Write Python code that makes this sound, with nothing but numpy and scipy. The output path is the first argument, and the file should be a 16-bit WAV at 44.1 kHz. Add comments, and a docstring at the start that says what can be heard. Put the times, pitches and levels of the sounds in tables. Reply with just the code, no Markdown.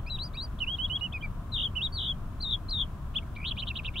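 """Wind rumbles steadily over open ground, with a far rush and a thin hiss.
Close by, a lark opens with chirps and clear whistles, a faint scratch between some notes.
It moves on to four long warbled slurs; then low pips quicken into a run of buzzes and chirps.
Its voice is one nearly pure tone that glides; the ground scatters a faint echo."""
import sys
import numpy as np
from scipy import signal
from scipy.fft import rfft, irfft, next_fast_len
from scipy.io import wavfile
from scipy.ndimage import uniform_filter1d, map_coordinates

SR = 44100
rng = np.random.default_rng(int(sys.argv[2]) if len(sys.argv) > 2 else 0)


def wrap_up_sound(samples):
    """Save the sound to the file named by the first command line argument, as 16-bit audio."""
    columns = np.atleast_2d(samples).T
    # keep every value between -1 and 1, then stretch to whole-number steps
    tamed = np.clip(columns, -1, 1)
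    steps = np.round(tamed * 32767).astype(np.int16)
    wavfile.write(sys.argv[1], SR, steps)


N = 176400
T = np.arange(N) / SR
FREQS = np.maximum(np.fft.rfftfreq(N, 1 / SR), 1)
SIDES = np.array([[1], [-1]])   # left, right
SOFT_EDGE_S, CRISP_EDGE_S = 0.0055, 0.0023   # fade at both ends of a note


def from_db(db):
    """Decibels to gain."""
    return 10 ** (np.asarray(db) / 20)


def rms_one(x):
    """Scale to unit power."""
    return x / np.sqrt(np.mean(x ** 2))


def by_hz(table):
    """Spread each column of a table over the frequency axis."""
    hz, *columns = np.transpose(table)
    return [np.interp(np.log(FREQS), np.log(hz), c) for c in columns]


def drift(rate_hz, size):
    """A smooth random wobble with a spread of about 1."""
    padded = next_fast_len(size + 4096)
    hz = np.fft.rfftfreq(padded, 1 / SR)
    spectrum = rfft(rng.standard_normal(padded)) / (1 + (hz / rate_hz) ** 2)
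    return rms_one(irfft(spectrum, padded))[:size]


def during(start, length):
    """Sample times of a note."""
    return T[(T >= start) & (T < start + length)]


def glide(curve):
    """Times, pitch and level, led smoothly through the breakpoints of a curve."""
    times, hz, db = np.transpose(curve)
    t = during(times[0], times[-1] - times[0])
    place = np.interp(t, times, np.arange(len(times)))
    pitch = map_coordinates(hz, [place], order=3, mode="nearest")
    level = uniform_filter1d(np.interp(t, times, db), size=220, mode="nearest")
    return t, pitch, level


def sweep(start, length, first_hz, middle_hz, last_hz, db, arch_db=7):
    """A short note bent through three pitches, loudest in the middle."""
    t = during(start, length)
    place = 2 * (t - start) / length - 1
    bend = np.polyfit([-1, 0, 1], [first_hz, middle_hz, last_hz], 2)
    return t, np.polyval(bend, place), db - arch_db * place ** 2, CRISP_EDGE_S


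def wind(level_db=-36.5, low_cut_hz=16):
    """A bed of wind: a rumble alike in both ears, thinning to a far rush and a wide hiss."""
    # tone colour of the wind: f/Hz, relative level/dB
    colour = [(31, 2.5), (45, -3), (75, 0), (190, -12), (500, -31), (660, -25), (860, -32.5), (1020, -23),
              (1600, -33.5), (2000, -42), (3200, -43), (4500, -51), (12000, -53.5)]
    # stereo image: f/Hz, left-right likeness, left minus right/dB
    width = [(170, 0.97, 1.56), (1290, 0.65, 2.5), (2300, 0.059, 0.5)]
    colour_db, = by_hz(colour)
    alike, pan_db = by_hz(width)
    mid, side = rfft(rng.standard_normal((2, N)))
    air = np.sqrt(1 + alike) * mid + SIDES * np.sqrt(1 - alike) * side
    air *= from_db(colour_db + SIDES * pan_db / 2)
    low_cut = 1 / (1 + (low_cut_hz / FREQS) ** 4)
    return rms_one(irfft(air * low_cut, N)) * from_db(level_db)


def chirps():
    """Quick calls, each a bent sweep; the faint second row is a higher sweep sounding with the opening call."""
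    # chirps: start t/s, length/s, first f/Hz, middle f/Hz, last f/Hz, level/dB
    calls = [(.062, 0.037, 2330, 2540, 2800, -44), (.061, 0.033, 3800, 5000, 5200, -57.5),
             (.334, 0.031, 3400, 4460, 4840, -51.5), (.343, 0.034, 2270, 2470, 2850, -47.5),
             (.586, 0.012, 3200, 3500, 4600, -48), (.602, .047, 3030, 2855, 2480, -31),
             (1.123, .014, 2900, 3360, 3650, -42), (1.134, 0.045, 2540, 2495, 2320, -36),
             (1.208, 0.021, 3000, 3130, 3500, -49), (1.224, 0.039, 2380, 2360, 2270, -37),
             (3.508, 0.018, 2600, 3390, 2340, -31.5), (3.62, .021, 2300, 3100, 2300, -35.5),
             (3.7, 0.019, 2700, 2710, 2300, -35), (3.786, 0.017, 3000, 2650, 2270, -36),
             (3.875, 0.019, 2800, 2620, 2250, -35.5)]
    for call in calls:
        yield sweep(*call)


def whistles(scoop_hz=1010, scoop_s=.0022):
    """Clear glides, each entered with a quick flick from below."""
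    # one curve of breakpoints a whistle: t/s, f/Hz, level/dB
    curves = [
        [(.097, 4220, -41), (.112, 3983, -36.5), (.158, 3830, -37), (.169, 3330, -50.5), (.178, 2630, -63),
         (.186, 2770, -46), (.191, 3770, -39.5), (.214, 4020, -37), (.24, 4690, -39.5), (.262, 4925, -47),
         (.283, 4550, -52)],
        [(.369, 4020, -40), (.393, 3800, -36), (.414, 4200, -38.5), (.437, 4790, -41.5), (.454, 4730, -44),
         (.465, 4280, -63)],
        [(.662, 2610, -48.5), (.68, 2880, -32), (.706, 3146, -36.5), (.748, 3306, -32), (.764, 3050, -50)],
        [(.783, 3064, -37), (.802, 2987, -32.5), (.825, 3180, -36.5), (.849, 3340, -27.5), (.861, 3240, -35.5),
         (.873, 2760, -55)],
        [(.896, 3004, -36.5), (.916, 2940, -32.5), (.942, 3210, -36.5), (.96, 3325, -27.5), (.972, 3210, -36),
         (.983, 2700, -51)],
        [(1.008, 2965, -38.5), (1.022, 2890, -35), (1.048, 2966, -32), (1.063, 2844, -37), (1.079, 2580, -57)],
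        [(1.751, 2745, -46), (1.768, 3010, -29.5), (1.8, 2627, -39), (1.817, 3020, -34), (1.832, 3674, -30.5),
         (1.857, 3780, -29), (1.878, 3210, -36.5)],
        [(3.143, 2430, -56), (3.166, 3360, -25.5), (3.181, 3277, -31), (3.194, 2340, -42)],
    ]
    for curve in curves:
        t, hz, db = glide(curve)
        scoop = scoop_hz * np.exp(-(t - t[0]) / scoop_s)
        yield t, hz - scoop, db, SOFT_EDGE_S


def rasps(length_s=0.019, centre_hz=3550, spread_hz=350, level_db=-57.5):
    """The voice scratches faintly upward before it settles on a note."""
    # scratches: start t/s
    starts = [0.764, .874, .988, 3.137, 3.35, 3.556, 3.655, 3.741, 3.832, 3.934]
    for start in starts:
        t = during(start, length_s)
        rise = np.linspace(-1, 1, len(t))
        roughness = drift(rate_hz=470, size=len(t))
        yield t, centre_hz + spread_hz * (rise + roughness), level_db + 2 * rise, CRISP_EDGE_S


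def slurs(skew=.5, dip_db=7):
    """Long falling whistles that break into a warble: the pitch jumps up and slides back down."""
    # one curve of breakpoints a slur: t/s, centre f/Hz, level/dB
    curves = [
        [(1.518, 4080, -46), (1.541, 3860, -32), (1.563, 3460, -31), (1.6, 3263, -29.5), (1.63, 3350, -30.5),
         (1.66, 3295, -28), (1.682, 2960, -45)],
        [(1.921, 4450, -49), (1.947, 4570, -42.5), (1.966, 4230, -38), (1.99, 3620, -31.5), (2.025, 3446, -32),
         (2.07, 3406, -32.5), (2.11, 3345, -29), (2.132, 3080, -47)],
        [(2.401, 4200, -46), (2.413, 4240, -38), (2.421, 4730, -46.5), (2.428, 4300, -33.5), (2.455, 3757, -34),
         (2.5, 3710, -34), (2.535, 3540, -23.5), (2.561, 3260, -35.5)],
        [(2.683, 4300, -45), (2.696, 4280, -37.5), (2.704, 4940, -46), (2.712, 4320, -34), (2.74, 3825, -31.5),
         (2.775, 3610, -32.5), (2.815, 3420, -24), (2.835, 3234, -33.5), (2.85, 3050, -62)],
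    ]
    # the warble in each slur: middle t/s, half length/s, crest t/s, rate/Hz, quickening/(Hz/s),
    # full swing/Hz, waver in the rest of the slur/Hz
    warbles = [(1.604, .04, 1.611, 54.5, 0, 500, 20), (2.031, .051, 2.029, 66, 70, 470, 35),
               (2.521, .024, 2.523, 60, 250, 260, 100), (2.805, .027, 2.801, 61, 230, 220, 90)]
    for curve, (middle, half, crest, rate_hz, quickening, swing_hz, waver_hz) in zip(curves, warbles):
        t, hz, db = glide(curve)
        turn = 2 * np.pi * (rate_hz + quickening * (t - crest) / 2) * (t - crest) + np.arccos(skew)
        rounded_saw = np.arctan2(skew * np.sin(turn), 1 - skew * np.cos(turn)) / np.arcsin(skew)
        bloom = np.exp(-((t - middle) / half) ** 4)
        swing = rounded_saw * (waver_hz + (swing_hz - waver_hz) * bloom)
        dip = dip_db * (swing / swing_hz) ** 2   # weaker at the extremes of the warble
        yield t, hz + swing, db - dip, SOFT_EDGE_S


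def pips(arch_hz=250):
    """Low pips that quicken into a buzz; each rises to its pitch and falls back."""
    # pips: start t/s, length/s, top f/Hz, level/dB
    calls = [(3.222, .014, 2260, -56.5), (3.361, 0.018, 2386, -42), (3.383, 0.013, 2350, -46.5),
             (3.399, 0.012, 2330, -44), (3.413, 0.012, 2464, -43), (3.428, 0.011, 2445, -39.5),
             (3.567, 0.0098, 2444, -43), (3.94, 0.017, 2300, -51)]
    for start, length, hz, db in calls:
        yield sweep(start, length, hz - arch_hz, hz, hz - arch_hz, db)


def buzzes(swing_hz=530, top_share=.72, sag_hz=457):
    """A very fast pitch swing rides on an arch, widens as it climbs and dies away as it sags."""
    # buzzes: start t/s, length/s, rate/Hz, first f/Hz, top f/Hz, level/dB
    calls = [(3.4415, 0.064, 160.6, 2315, 3710, -32.5), (3.5745, .042, 161.6, 2500, 3640, -34.5),
             (3.67, 0.026, 179, 2940, 3550, -33), (3.754, 0.029, 176.6, 2600, 3550, -33.5),
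             (3.846, .027, 181, 2300, 3350, -34), (3.9557, 0.072, 160, 2436, 3620, -33.5)]
    for start, length, rate_hz, first_hz, top_hz, db in calls:
        t = during(start, length)
        share = (t - start) / length
        climb = np.minimum(share / top_share, 1)
        sag = (np.maximum(share - top_share, 0) / (1 - top_share)) ** 2
        arch_hz = first_hz + (top_hz - first_hz) * np.sin(np.pi / 2 * climb) - sag_hz * sag
        swing = -np.cos(2 * np.pi * rate_hz * (t - start))
        hz = arch_hz + swing_hz * (1 + climb) / 2 * swing
        attack_db = 5 * np.exp(-rate_hz * (t - start))   # a soft first pulse
        release_db = 14.5 * sag
        # the level dips at the bottom of each swing at first, later at both extremes
        flutter_db = 2.5 * (1 - climb) * (1 - swing) ** 2 + 4 * climb * swing ** 2
        yield t, hz, db - attack_db - release_db - flutter_db, CRISP_EDGE_S


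def voice(t, hz, db, edge_s, jitter=0.0025):
    """One sung note: a slightly unsteady sine with soft ends and faint overtones lifted by the beak."""
    # second and third harmonic before any lift: relative level/dB
    overtones = [-44, -57]
    beak_hz, beak_width_hz, beak_db = 9380, 930, 19
    unsteady_hz = hz * (1 + jitter * drift(rate_hz=179, size=len(t)))
    phase = 2 * np.pi * np.cumsum(unsteady_hz) / SR
    octave_db = 11.5 / (1 + (hz / 2750) ** 20)   # low notes carry a stronger octave
    tone = np.sin(phase)
    for k, overtone_db in enumerate(overtones, 2):
        resonance_db = beak_db / (1 + ((k * hz - beak_hz) / beak_width_hz) ** 2)
        tone += from_db(overtone_db + resonance_db + octave_db * (k == 2)) * np.sin(k * phase)
    to_edge_s = np.minimum(t - t[0], t[-1] - t)
    fade = np.sin(np.pi / 2 * np.clip(to_edge_s / edge_s, 0, 1)) ** 2
    return np.sqrt(2) * from_db(db) * fade * tone


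def between_ears(song):
    """Each pitch reaches the two ears with its own balance and phase."""
    # placement of the song: f/Hz, left minus right/dB, left lead/rad
    placement = [(2590, 0.5, -0.27), (2800, -2, -1.2), (2880, -8.5, -1.5), (3050, -14.5, 1),
                 (3250, 10, 1.0), (3350, -1.5, -0.094), (3550, 10.5, -0.65), (3800, -0.5, -.35),
                 (4020, 7, -0.4), (4280, -2.5, -0.83), (4550, 2.5, -0.78)]
    pan_db, lead = by_hz(placement)
    ears = from_db(SIDES * pan_db / 2) * np.exp(.5j * SIDES * lead)
    return irfft(rfft(song) * ears / abs(ears.mean(axis=0)), N)


def ground_echo(song, level_db=-14, t60_s=0.069, delay_s=0.0042):
    """The ground scatters a faint, short tail, different in each ear."""
    t = T[:SR // 2]
    decay = np.exp(-np.log(1000) * t / t60_s) * (t > delay_s)
    scatter = rng.standard_normal((2, len(t))) * decay
    scatter /= np.sqrt(np.sum(scatter ** 2, axis=1, keepdims=True))
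    return from_db(level_db) * signal.fftconvolve(song[None], scatter, axes=1)[:, :N]


def lark():
    """Every note in the same voice, placed between the ears, with its echo."""
    song = np.zeros(N)
    for t, hz, db, edge_s in [*whistles(), *slurs(), *buzzes(), *chirps(), *pips(), *rasps()]:
        song[np.round(t * SR).astype(int)] += voice(t, hz, db, edge_s)
    return between_ears(song) + ground_echo(song)


def scene():
    """The bird over the wind."""
    return lark() + wind()


def record(dry, cutoff_hz=15750):
    """A brick-wall low-pass takes off the very top."""
    return irfft(rfft(dry) * (FREQS < cutoff_hz), N)


dry = scene()
out = record(dry)
wrap_up_sound(out)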